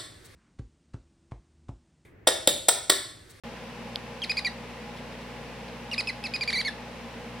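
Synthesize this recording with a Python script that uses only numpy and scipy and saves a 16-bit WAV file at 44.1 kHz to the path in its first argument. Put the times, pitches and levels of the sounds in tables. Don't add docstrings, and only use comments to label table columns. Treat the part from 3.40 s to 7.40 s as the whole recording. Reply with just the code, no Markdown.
import sys
import numpy as np
from scipy import signal
from scipy.fft import rfft, irfft, next_fast_len
from scipy.io import wavfile
from scipy.ndimage import uniform_filter1d, map_coordinates

SR = 44100
rng = np.random.default_rng(int(sys.argv[2]) if len(sys.argv) > 2 else 0)


def store_wav(level_fs):
    pcm = np.round(np.clip(np.atleast_2d(level_fs), -1, 1) * 32767)
    wavfile.write(sys.argv[1], SR, pcm.T.astype(np.int16))


N = 176400

# t/s, length/s, time to crest/s, start f/Hz, crest f/Hz, end f/Hz, fall exponent (1 straight),
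# end hold/s, level/dB, overtones/dB, fundamental change over the fall/dB, rasp/dB
SQUEAKS = [ (0.8187, .031, 0.012, 3350, 3163, 1800, 1, 0.0012, -30.5, 1.5, -3, -21),
           (.895, 0.026, .015, 2255, 2537, 1740, 2, 0.00076, -26.5, -0.37, -2, -13),
           (0.9694, 0.027, 0.014, 2050, 2466, 1730, 1.9, 0.00084, -27.5, 0.98, -2, -12),
           (1.047, .025, .01, 2210, 2416, 1940, 1.8, 0.012, -26.5, -0.61, 0.5, -16),
           (2.5138, .033, 0.014, 2840, 2830, 1870, 1.13, 0.0022, -30.5, 1, -2, -16),
           (2.579, .031, .013, 2347, 2588, 1860, 1.9, 0.0012, -27, 0, -5, -12),
           (2.672, .027, 0.013, 2600, 2580, 2026, 1.54, 0.0096, -30, -0.88, 2, -15),
           (2.8391, .034, .012, 2546, 2624, 1836, 1.3, 0.00082, -31.5, -1.4, -5, -14),
           (2.937, .029, .014, 2335, 2527, 1800, 2.12, 0.00069, -29, -0.19, -3, -14),
           (3.0092, 0.031, .013, 2300, 2425, 1740, 2.1, 0.00067, -28.5, -0.22, -2, -14),
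           (3.076, 0.032, .013, 2205, 2410, 1684, 2.4, 0.00053, -26.5, -2.2, -3, -13),
           (3.249, 0.035, 0.014, 2106, 2227, 1735, 2.16, 0.013, -29.5, -.5, 2.5, -17)]
FLUTTER_HZ = 1300


def amp(db):
    return 10 ** (np.asarray(db) / 20)


def pan(db):
    return amp(db * np.array([[.5], [-.5]]))


def unit_rms(x):
    return x / np.sqrt(np.mean(x ** 2) + 1e-20)


def along(points, hz):
    f, v = np.transpose(points)
    return np.interp(np.log(hz + 1), np.log(f + 1), v)


def wobble(rate_hz, size):
    return map_coordinates(rng.standard_normal(4096), [np.arange(size) * rate_hz / SR], mode="mirror")


def bumps(events):
    t = np.arange(N) / SR
    return sum(amp(db) * np.exp(-(2 * (t - at_s) / length_s) ** 2) for at_s, length_s, db in events)


def filtered(x, response):
    m = next_fast_len(N + SR // 2)
    return irfft(rfft(x, m) * response(np.fft.rfftfreq(m, 1 / SR)), m)[..., :N]


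def add(track, at_s, sound):
    track[..., round(at_s * SR):][..., :sound.shape[-1]] += sound


def whistle(pitch_hz, hold_from_s, overtones_db, fundamental_db, rasp_db):
    # f/Hz, level/dB
    throat = [(1300, -5), (1800, 1), (2200, -.5), (2500, 2.3), (2900, -1), (3250, 2.5), (3600, 0),
              (5100, .7), (5450, -13), (5900, -14), (6600, -20.5), (8300, -23), (9300, -33), (10300, -16),
              (11200, -23), (12200, -48), (15500, -42)]
    attack_s, close_s, shimmer_db = .0012, .0019, .7
    t = np.arange(len(pitch_hz)) / SR
    closing = np.exp((t - t[-1]) / close_s)
    attack = np.sin(np.pi / 2 * np.minimum(t / attack_s, 1)) ** 2
    envelope = attack * (1 - closing) * amp(shimmer_db * wobble(FLUTTER_HZ, len(t)))
    jitter = (.025 * amp(rasp_db) + .096 * closing) * wobble(FLUTTER_HZ, len(t))
    phase = 2 * np.pi * np.cumsum(pitch_hz * (1 + jitter)) / SR
    k = np.arange(1, 8)[:, None]
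    hold_loss_db = 1300 * np.maximum(t - hold_from_s, 0)
    high_loss_db = .009 * np.clip(pitch_hz - 2480, 0, 500)
    source_db = np.where(k > 1, overtones_db - hold_loss_db - high_loss_db, fundamental_db)
    levels = amp(along(throat, k * pitch_hz) + source_db) * (k * pitch_hz < SR / 2)
    tone = envelope * np.sum(levels * np.cos(k * phase), axis=0)
    puffs = attack * np.exp(-t / attack_s) + closing * amp(-hold_loss_db)
    return np.array([tone, amp(rasp_db) * envelope + amp(.5) * puffs])


def squeaks():
    track = np.zeros((2, N))
    for (at_s, length_s, crest_s, start_hz, crest_hz, end_hz, bend,
         hold_s, db, overtones_db, fall_db, rasp_db) in SQUEAKS:
        t = np.arange(int((length_s + hold_s) * SR)) / SR
        lead_in = np.clip(1 - t / crest_s, 0, 1)
        fall = np.clip((t - crest_s) / (length_s - crest_s), 0, 1)
        pitch_hz = crest_hz + (start_hz - crest_hz) * lead_in ** 2 + (end_hz - crest_hz) * fall ** bend
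        add(track, at_s, amp(db) * whistle(pitch_hz, length_s, overtones_db, fall_db * fall, rasp_db))
    return track


def warble():
    # t/s, f/Hz
    contour = [(3.127, 1700), (3.133, 2160), (3.14, 2324), (3.147, 2340), (3.159, 2056), (3.171, 1930),
               (3.186, 2267), (3.199, 2340), (3.205, 2210), (3.213, 1966), (3.218, 1450)]
    times_s, hz = np.transpose(contour)
    length_s = times_s[-1] - times_s[0]
    t = times_s[0] + np.arange(int(length_s * SR)) / SR
    pitch_hz = uniform_filter1d(np.interp(t, times_s, hz), size=180)
    call = whistle(pitch_hz, length_s, overtones_db=.5, fundamental_db=0, rasp_db=-10)
    track = np.zeros((2, N))
    add(track, times_s[0], amp(-28) * call)
    return track


def breath(envelope):
    # t/s, length/s, level/dB
    rattles = [(2.611, .003, -29), (3.116, .024, -32)]
    # f/Hz, level/dB
    air = [(700, -13), (1600, -2), (3000, -4), (4800, 0), (5800, -14), (10700, -14), (12200, -38)]
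    rattling = bumps(rattles) * amp(4 * wobble(FLUTTER_HZ, N))
    return filtered((envelope + rattling) * rng.standard_normal(N), lambda hz: amp(along(air, hz)))


def clicks():
    # f/Hz, level/dB, t60/s
    modes = [(1600, -18, .0015), (3360, -10.5, .0042), (4400, -6, 0.0018), (4940, -13.5, .004),
             (10800, -20.5, 0.0018)]
    lone_at_s, rise_s, onset_db = .5583, .0005, -13.5
    track, t = np.zeros(N), np.arange(SR // 20) / SR
    ring = sum((-1) ** k * amp(db - 60 * t / t60_s) * np.sin(2 * np.pi * hz * t)
               for k, (hz, db, t60_s) in enumerate(modes))
    ring *= np.sin(np.pi / 2 * np.minimum(t / rise_s, 1)) ** 2
    add(track, lone_at_s, ring)
    for at_s, *_ in SQUEAKS:
        add(track, at_s, amp(onset_db) * ring)
    return track


def shuffling():
    # t/s, length/s, level/dB
    strokes = [(1.578, .035, -52), (1.73, .04, -59), (1.82, .04, -55), (2.284, .008, -50)]
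    # f/Hz, level/dB
    cloth = [(1500, -15), (3500, 5), (5300, -5), (7000, -16), (11500, -18), (15000, -32)]
    grains = rng.standard_normal(N) * amp(4 * wobble(700, N))
    return bumps(strokes) * unit_rms(filtered(grains, lambda hz: amp(along(cloth, hz))))


def echoes(x):
    # delay/s, level/dB, pan/dB
    reflections = [(.0053, -23.5, 8), (.0087, -21, 0), (0.0118, -21, -1), (.0146, -26, 2),
                   (.0174, -21.5, 6)]
    track = np.zeros((2, N))
    for delay_s, db, pan_db in reflections:
        add(track, delay_s, amp(db) * pan(pan_db) * x[:N - round(delay_s * SR)])
    return track


def reverb(x):
    # f/Hz, t60/s
    decay_times = [(1000, 0.29), (4800, 0.3), (11000, 0.24)]
    build_s = .0063
    hz, t, noise = signal.stft(rng.standard_normal((2, SR // 2)), SR, nperseg=256)
    envelope = amp(-60 * t / along(decay_times, hz)[:, None]) * (1 - np.exp(-(t / build_s) ** 2))
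    tail = signal.istft(noise * envelope, SR, nperseg=256)[1]
    mid, side = tail / np.linalg.norm(tail[0])
    return signal.fftconvolve(x[None], np.array([mid + .73 * side, mid - .72 * side]), axes=1)[:, :N]


def hum():
    # f/Hz, rms level/dB, pan/dB
    partials = [(60.1, -53.5, 2), (120, -53.5, 1), (179.7, -54, -0.5), (239.5, -51, -.5), (299.4, -64.5, 0),
                (359.5, -65, 0), (480.2, -56.5, 0), (539.5, -58, -1), (1016, -62.5, 3)]
    waver_db, waver_hz = 1, 4.02
    t = np.arange(N) / SR
    track = np.zeros((2, N))
    for hz, db, pan_db in partials:
        level = amp(db + waver_db * wobble(waver_hz, N)) * pan(pan_db)
        track += level * np.sin(2 * np.pi * (hz * t + rng.random()))
    return np.sqrt(2) * track


def fan():
    # f/Hz, density/dB
    spectrum = [(20, -12), (45, -14), (80, -4.5), (105, -3.5), (135, 0), (190, -4.5), (270, 0), (345, -5.5),
                (450, 3), (700, -1), (1000, -0.5), (1300, -6), (2000, -4), (2650, -4.5), (3300, -10),
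                (5600, -16), (6500, -21), (11000, -26.5), (13000, -31), (16000, -35)]
    # f/Hz, width/Hz, gain/dB
    peaks = [(146.4, 23, 7.7), (222.6, 33.4, 14.45), (487.5, 49, 4.8), (830.6, 41, 7.8)]
    # f/Hz, left-right correlation
    correlation = [(60, 0.47), (130, 0.94), (290, 0.88), (640, 0.87), (1410, 0.7), (3100, 0.59),
                   (6820, -0.029), (15000, -0.24)]

    def response(f):
        peaks_db = sum(db / (1 + (2 * (f - hz) / width_hz) ** 2) for hz, width_hz, db in peaks)
        spread_rad = np.arccos(np.clip(along(correlation, f), -1, 1)) / 2
        return amp(along(spectrum, f) + peaks_db) * [np.cos(spread_rad), np.sin(spread_rad)]

    mid, side = filtered(rng.standard_normal((2, N)), response)
    return amp(-42) * pan(.4) * unit_rms(np.array([mid + side, mid - side]))


def background_swells():
    # t/s, rms level at the crest/dB
    swells = [(1.49, -49.5), (2.85, -50.5)]
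    hz, length_s = 827, .088
    envelope = bumps((at_s, length_s, db) for at_s, db in swells)
    return envelope * np.sqrt(2) * np.sin(2 * np.pi * hz * np.arange(N) / SR)


def scene():
    # f/Hz, pan/dB
    balance = [(2000, -.5), (4400, -2), (8000, 0.5)]
    # f/Hz, level/dB
    room_colour = [(1800, -0.5), (2600, -2.5), (3600, 2.5), (4800, -0.5), (7000, -0.5), (10000, 6),
                   (13000, -3)]
    tone, air_envelope = squeaks() + warble()
    voice = tone + breath(air_envelope)
    direct = filtered(voice + clicks() + shuffling(), lambda hz: pan(along(balance, hz)))
    reflected = filtered(echoes(voice) + amp(-15) * reverb(voice), lambda hz: amp(along(room_colour, hz)))
    return direct + reflected + hum() + fan() + background_swells()


def record(dry):
    start_s, cutoff_hz = .036, 15950
    return filtered(dry * (np.arange(N) > start_s * SR), lambda hz: hz < cutoff_hz)


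dry = scene()
out = record(dry)
store_wav(out)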